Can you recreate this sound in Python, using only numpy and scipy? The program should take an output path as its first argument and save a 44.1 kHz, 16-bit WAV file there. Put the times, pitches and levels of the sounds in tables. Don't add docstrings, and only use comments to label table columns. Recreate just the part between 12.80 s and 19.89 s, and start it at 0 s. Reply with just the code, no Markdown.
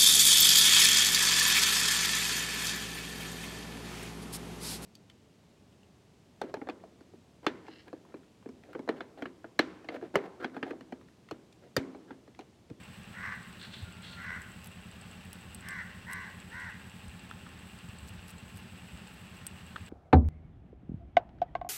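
import sys
import numpy as np
from scipy import signal
from scipy.fft import rfft, irfft, next_fast_len
from scipy.io import wavfile
from scipy.ndimage import uniform_filter1d

SR = 44100
rng = np.random.default_rng(int(sys.argv[2]) if len(sys.argv) > 2 else 0)


def dump_mix(stems):
    frames = np.atleast_2d(stems).T
    limited = np.clip(frames, -1, 1)
    pcm = np.round(limited * 32767).astype(np.int16)
    wavfile.write(sys.argv[1], SR, pcm)


N = 312669
TIME = np.arange(N) / SR


def from_db(db):
    return 10 ** (np.asarray(db) / 20)


def rms_one(x):
    return x / np.sqrt(np.mean(x ** 2) + 1e-20)


def shaped(x, spectrum):
    size = next_fast_len(len(x))
    hz, db = np.transpose(spectrum)
    octave = np.log2(np.maximum(np.fft.rfftfreq(size, 1 / SR), 1))
    outside = np.abs(octave - np.clip(octave, np.log2(hz[0]), np.log2(hz[-1])))
    gain = from_db(np.interp(octave, np.log2(hz), db) - 40 * outside)
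    return rms_one(irfft(rfft(x, size) * gain, size)[:len(x)])


def coloured(spectrum):
    return shaped(rng.standard_normal(N), spectrum)


def drift(rate_hz):
    r = np.exp(-40 * np.pi * rate_hz / SR)
    slow = signal.lfilter([1], [1, -2 * r, r * r], rng.standard_normal(N // 20 + 2002))[2000:]
    return np.interp(np.arange(N) / 20, np.arange(len(slow)), rms_one(slow))


def ring(x, hz, t60_s):
    r, w = from_db(-60 / (t60_s * SR)), 2 * np.pi * hz / SR
    return signal.lfilter([0, np.sin(w)], [1, -2 * r * np.cos(w), r * r], x + 1e-18)


def clicks(times_s, gains):
    at = np.round(np.asarray(times_s) * SR).astype(int)
    inside = (at >= 0) & (at < N)
    return np.bincount(at[inside], np.asarray(gains)[inside], N)


def fading(x, fade_s):
    return signal.lfilter([1], [1, -np.exp(-1 / (fade_s * SR))], x + 1e-18)


def note(start_s, length_s, db, change_db, attack_s, release_s):
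    t = TIME - start_s
    gate = np.clip(np.minimum(t / attack_s, (length_s - t) / release_s), 0, 1)
    return from_db(db + change_db * np.clip(t / length_s, 0, 1)) * gate


def arc(t, top_s, length_s, first, top, last, rise_power, fall_power):
    rise = np.maximum(top_s - t, 0) / max(top_s, 1e-3)
    fall = np.maximum(t - top_s, 0) / max(length_s - top_s, 1e-3)
    return top + (first - top) * rise ** rise_power + (last - top) * fall ** fall_power


def background(air_db=-55, rumble_db=-56, treble_db=-66, stir_db=0.78, gust_db=-0.5, flicker_db=1.1):
    # f/Hz, level/dB
    air_colour = [(150, -3.5), (260, 3), (290, -2), (714, -5.5), (877, -1.5), (913, -7.5), (1030, -6),
                  (1120, -5.5), (1780, -3), (2130, -7), (2720, -4.5), (4160, -12.5), (6800, -23.5),
                  (8840, -83), (15000, -120)]
    rumble_colour = [(30, -38), (42, -11.5), (58, -4), (85, 2.5), (130, -7), (220, -7), (330, -31)]
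    treble_colour = [(5500, -25), (6900, -14), (7500, -6.5), (7950, 0), (8500, -7.5), (9200, -15),
                     (10200, -15), (11000, -12.5), (13200, -17.5), (15600, -15)]
    air = from_db(air_db + stir_db * drift(57)) * coloured(air_colour)
    rumble = from_db(rumble_db + gust_db * drift(8.8)) * coloured(rumble_colour)
    treble = from_db(treble_db + flicker_db * drift(17)) * coloured(treble_colour)
    return air + rumble + treble


def each_cycle(cycles_s, offsets_s, levels_db, vary_db, slop_s):
    times_s = cycles_s[:, None] + offsets_s + slop_s * rng.standard_normal((len(cycles_s), len(offsets_s)))
    gains = from_db(levels_db + vary_db * rng.standard_normal(times_s.shape))
    return clicks(times_s.ravel(), gains.ravel())


def exhaust(cycles_s, puff_db=-44.5, puff_hz=130, pipe_hz=190, pipe_db=-10.5):
    # t in cycle/s, level/dB
    puffs = [(.0475, -.5), (.0573, 0), (.07, -.5), (.0804, -.5), (.0922, -8), (.0975, -11), (.107, -12)]
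    t = np.arange(-SR // 50, SR // 50) / SR
    spread = (np.pi * puff_hz * t) ** 2
    swing = (2 * spread - 1) * np.exp(-spread)
    pipe = from_db(pipe_db) * np.cos(2 * np.pi * pipe_hz * t) * np.exp(-(t / .008) ** 2)
    arrivals = each_cycle(cycles_s, *np.transpose(puffs), vary_db=1.27, slop_s=0.00032)
    return from_db(puff_db) * signal.fftconvolve(arrivals, swing - pipe, "same")


def valve_gear(cycles_s, clank_db=-53, tick_db=-58, sharp_db=-54, sharp_share=0.3):
    # t in cycle/s, clank/dB, tick/dB
    clatter = [(.0013, -4, -2.5), (0.011, -1.5, -41), (0.021, -1, -29), (0.0283, -4.5, -29), (.046, -3, -9),
               (.055, -24, -8)]
    # f/Hz, level/dB, t60/s
    clank_modes = [(1460, -8, 0.009), (2543, -5.5, 0.033), (2721, 1, 0.037), (2782, -8, 0.058),
                   (2848, -10, 0.046), (3260, -13, .01)]
    # f/Hz, level/dB
    tick_colour = [(2500, -11), (4600, 15.5), (6500, -12), (7600, 21.5), (8400, 20.5), (9500, -45),
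                   (15000, -52)]
    offsets_s, clanks_db, ticks_db = np.transpose(clatter)
    knocks = each_cycle(cycles_s, offsets_s, clanks_db, vary_db=0, slop_s=0.00018)
    clank = sum(from_db(db) * ring(knocks, hz, t60_s) for hz, db, t60_s in clank_modes)
    shuts_sharply = rng.random(len(cycles_s)) < sharp_share
    taps = clicks(cycles_s + offsets_s[0], from_db(sharp_db) * shuts_sharply)
    taps += each_cycle(cycles_s, offsets_s, ticks_db + tick_db, vary_db=2, slop_s=0.00015)
    return from_db(clank_db) * clank + fading(taps, fade_s=0.0033) * coloured(tick_colour)


def engine(firing_hz=10.0993, first_cycle_s=0.0344):
    # t/s, cycle lag/s
    lag = [(0, -.0016), (2.3, -.001), (4.0, .0014), (5.7, .0012), (6.6, -.0023), (7.09, -.004)]
    # f/Hz, width/Hz, level/dB
    resonances = [(891, 20, -80), (1069, 5.3, -73), (383.4, 28, -72.5), (2504, 59, -80.5)]
    cycles_s = first_cycle_s + np.arange(-1, N / SR * firing_hz) / firing_hz
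    cycles_s += np.interp(cycles_s, *np.transpose(lag))
    sound = exhaust(cycles_s) + valve_gear(cycles_s)
    for hz, width_hz, db in resonances:
        t60_s = np.log(1000) / np.pi / width_hz
        sound += from_db(db) * rms_one(ring(rng.standard_normal(N), hz, t60_s))
    return sound


def hissing_bird(rattle_db=2.8):
    # t/s, length/s, level/dB, change by end/dB
    hisses = [(0.783, 0.12, -48.5, -5), (.908, .15, -50, -10.5), (1.215, 0.16, -51.5, 0)]
    # f/Hz, level/dB
    hiss_colour = [(1500, 2), (2400, -3.5), (3000, 0), (3450, 6), (3800, 3), (4250, 5.5), (4900, -8.5),
                   (6500, -18), (9000, -16), (13000, -53)]
    hiss = rms_one(coloured(hiss_colour) * from_db(rattle_db * drift(84)))
    return hiss * sum(note(*row, attack_s=0.033, release_s=0.041) for row in hisses)


def whistling_bird(waver=0.0077, sharp_hz=82.3, settle_s=0.0424, edge_s=0.015):
    # t/s, length/s, level/dB, change by end/dB, settled f/Hz
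    whistles = [(1.041, 0.197, -57, -4, 1378), (1.297, 0.13, -60.5, 17, 1374)]
    sound, unsteady = 0, 1 + waver * drift(54)
    for start_s, length_s, db, change_db, hz in whistles:
        pitch_hz = unsteady * (hz + sharp_hz * np.exp(-np.maximum(TIME - start_s, 0) / settle_s))
        envelope = note(start_s, length_s, db, change_db, edge_s, edge_s)
        sound += envelope * np.sin(2 * np.pi * np.cumsum(pitch_hz) / SR)
    return sound


def nasal_notch(x, depth_db, centre_hz=1290, width_hz=137):
    hz = np.fft.rfftfreq(len(x), 1 / SR)
    gain = from_db(-depth_db * np.exp(-((hz - centre_hz) / width_hz) ** 2))
    return irfft(rfft(x) * gain, len(x))


def crow(swing=0.09, throb=0.24, jitter=0.0403, flutter_db=5, breath_db=-16, slack_db=3.5,
         clean_hz=370, raspy_hz=490, accent_hz=482, accent_width_hz=18, beak_s=0.014):
    # t/s, length/s, level/dB, onset drop/dB, swell/s, fade/dB, accent/dB, first f/Hz, top f/Hz,
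    # last f/Hz, time to top/s, rasp/Hz, roughness 0-1, harmonic 2/dB, harmonic 4/dB, notch depth/dB
    caws = [(.329, 0.24, -39.5, 15, 0.15, 8, 5, 409.2, 543, 472, 0.16, 88.94, 0.66, .5, 3.5, -2),
            (1.366, 0.23, -42, 11, 0.12, -0.5, -4.5, 439.4, 530.7, 472.5, .12, 84.5, 0.69, -3.5, 2.5, -3),
            (2.815, 0.22, -41.5, 15, .12, 5, 4.5, 566, 561, 414, .015, 83.85, 0.41, -2, 5, 3),
            (3.254, .237, -40, 21, 0.055, 9.5, -6, 407.7, 536.5, 358, .11, 80.7, .15, 4.5, 4.5, 14),
            (3.705, 0.21, -42.5, 13, .07, 4, 0.5, 403, 507, 343, 0.11, 79.9, 0.25, 1, 1.5, 8)]
    # f/Hz, level/dB
    throat = [(520, -62), (740, -8), (1090, -4), (1300, 0), (1480, 6.5), (1700, 1), (1950, 7), (2200, -8),
              (2550, -30), (3200, -26), (4000, -19.5), (4700, -31), (5600, -23), (8000, -49)]
    sound, wobble, unrest, flutter = np.zeros(N), drift(172), drift(47.5), drift(360)
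    breath = coloured(throat)
    for (start_s, length_s, db, onset_db, swell_s, fade_db, accent_db, first_hz, top_hz, last_hz,
         top_s, rasp_hz, rough, second_db, fourth_db, notch_db) in caws:
        on = (TIME > start_s) & (TIME < start_s + length_s)
        t = TIME[on] - start_s
        arch_hz = arc(t, top_s, length_s, first_hz, top_hz, last_hz, rise_power=2.8, fall_power=3.3)
        swell_db = arc(t, swell_s, length_s, -onset_db, 0, -fade_db, rise_power=1.77, fall_power=1.63)
        accent = (t > top_s) * np.exp(-((arch_hz - accent_hz) / accent_width_hz) ** 2)
        beak = np.clip(np.minimum(t, length_s - t) / beak_s, 0, 1)
        effort = from_db(db + swell_db + accent_db * accent) * beak
        tension = np.clip((arch_hz - clean_hz) / (raspy_hz - clean_hz), 0, 1)
        rasp_phase = 2 * np.pi * np.cumsum(rasp_hz * (1 + 0.303 * rough * unrest[on])) / SR
        pitch_hz = arch_hz * (1 + tension * (swing * np.sin(rasp_phase) + jitter * rough * wobble[on]))
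        phase = 2 * np.pi * np.cumsum(pitch_hz) / SR
        syrinx = sum(from_db(second_db * (k == 2) + fourth_db * (k == 4))
                     * np.sin(k * phase + rng.uniform(0, 2 * np.pi)) for k in range(1, 15))
        tone = nasal_notch(shaped(syrinx, throat), notch_db)
        tone /= np.sqrt(uniform_filter1d(tone ** 2, size=SR // 100) + 1e-12)
        voice = tone + rough * from_db(breath_db) * breath[on]
        opening = 1 - throb * tension * np.cos(rasp_phase + 0.61)
        opening *= from_db(flutter_db * rough * flutter[on] + slack_db * (1 - tension))
        sound[on] += rms_one(opening * voice) * effort
    return sound


def yard(x, scatter_db=-7, t60_s=0.63, build_s=0.045):
    # delay/s, level/dB
    echoes = [(.019, -9.5), (0.049, -38), (.112, -24), (0.171, -31)]
    t = TIME[:SR]
    tail = rng.standard_normal(SR) * from_db(-60 * t / t60_s) * (1 - np.exp(-t / build_s))
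    response = from_db(scatter_db) * tail / np.linalg.norm(tail)
    for delay_s, db in echoes:
        response[int(delay_s * SR)] += from_db(db)
    return x + signal.fftconvolve(x, response)[:N]


def handling(rebound_s=0.0033):
    # t/s, level/dB, rebound/dB
    knocks = [(4.512, -35, -22), (4.6652, -43.5, -1), (6.9601, -32.5, 1.5)]
    # f/Hz, level/dB, t60/s
    knock_modes = [(890, -30, .0057), (1328, 3, 0.017), (1760, -1.5, 0.012), (3420, -5, 0.0061)]
    # t/s, half-width/s, f/Hz, level/dB
    bumps = [(1.037, 0.01, 93, -33), (4.29, 0.011, 68.66, -43), (5.095, 0.0078, 101.5, -37),
             (5.25, 0.046, 71.1, -45.5), (5.32, 0.021, 101.5, -40.5), (5.39, 0.014, 75, -40.5),
             (5.755, 0.024, 95.3, -42.5), (6.145, 0.021, 66, -46), (7.018, 0.02, 91.5, -37.5)]
    times_s, knock_db, rebound_db = np.transpose(knocks)
    touches = clicks(times_s, from_db(knock_db))
    touches += clicks(times_s + rebound_s, from_db(knock_db + rebound_db))
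    sound = sum((-1) ** k * from_db(db) * ring(touches, hz, t60_s)
                for k, (hz, db, t60_s) in enumerate(knock_modes))
    for at_s, width_s, hz, db in bumps:
        t = TIME - at_s
        sound += from_db(db) * np.exp(-(t / width_s) ** 2) * np.sin(2 * np.pi * hz * t)
    return sound


def floret_crackle(crackle_db=7.6):
    # t/s, half-width/s, level/dB
    bursts = [(1.617, 0.011, -60), (1.852, 0.015, -56), (2.448, 0.022, -71), (3.332, 0.004, -53),
              (4.435, .008, -69), (5.285, .014, -61), (5.498, .019, -56), (5.775, .033, -63),
              (6.343, 0.01, -64)]
    # f/Hz, level/dB
    crackle_colour = [(3000, -12), (5000, -6.5), (9500, -11), (11200, -2.5), (13000, -12), (15500, -10)]
    envelope = sum(from_db(db) * np.exp(-((TIME - at_s) / width_s) ** 2) for at_s, width_s, db in bursts)
    return envelope * rms_one(coloured(crackle_colour) * from_db(crackle_db * drift(300)))


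def stalk_snaps(gain_db=-3.5, splinter_db=-21, bright_db=15):
    # t/s, level/dB, crisp top/dB, low body/dB
    snaps = [(1.8716, -43, 0, -18), (2.5305, -36, -3.5, -9), (2.7469, -30.5, -11.5, -25),
             (2.8868, -29.5, -13.5, -7.5), (3.3128, -47, -3, -16), (3.3234, -46, -4, -17),
             (3.3327, -28, -9, -19), (4.282, -40, -24, -13), (4.51, -43, -19, -14), (5.2908, -42, -10, -13),
             (5.504, -43, -9, -14), (5.7725, -39, -10, -20), (6.6674, -22.5, -12.5, -25)]
    # f/Hz, level/dB, t60/s
    snap_modes = [(3270, 0, .004), (5360, 9, 0.0018), (8150, -8, 0.026), (8810, -5.5, 0.004),
                  (10900, -6.5, 0.003), (12700, -15, 0.0041), (15400, -18, 0.0033)]
    times_s, db, top_db, body_db = np.transpose(snaps)
    sound = 0
    for hz, mode_db, t60_s in snap_modes:
        colour_db = body_db * (hz < 6500) + (top_db + bright_db) * (hz > 10000)
        breaks = clicks(times_s, from_db(db + mode_db + colour_db))
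        splinters = from_db(splinter_db) * fading(breaks, fade_s=0.0025) * rng.standard_normal(N)
        sound += ring(breaks + splinters, hz, t60_s)
    return from_db(gain_db) * sound


def scene():
    birds = yard(crow() + hissing_bird() + whistling_bird())
    return (birds + engine() + stalk_snaps() + floret_crackle() + handling() + background())[None]


def record(dry):
    cutoff_hz = 15900
    return signal.sosfilt(signal.ellip(12, .1, 70, cutoff_hz, fs=SR, output="sos"), dry)


dry = scene()
out = record(dry)
dump_mix(out)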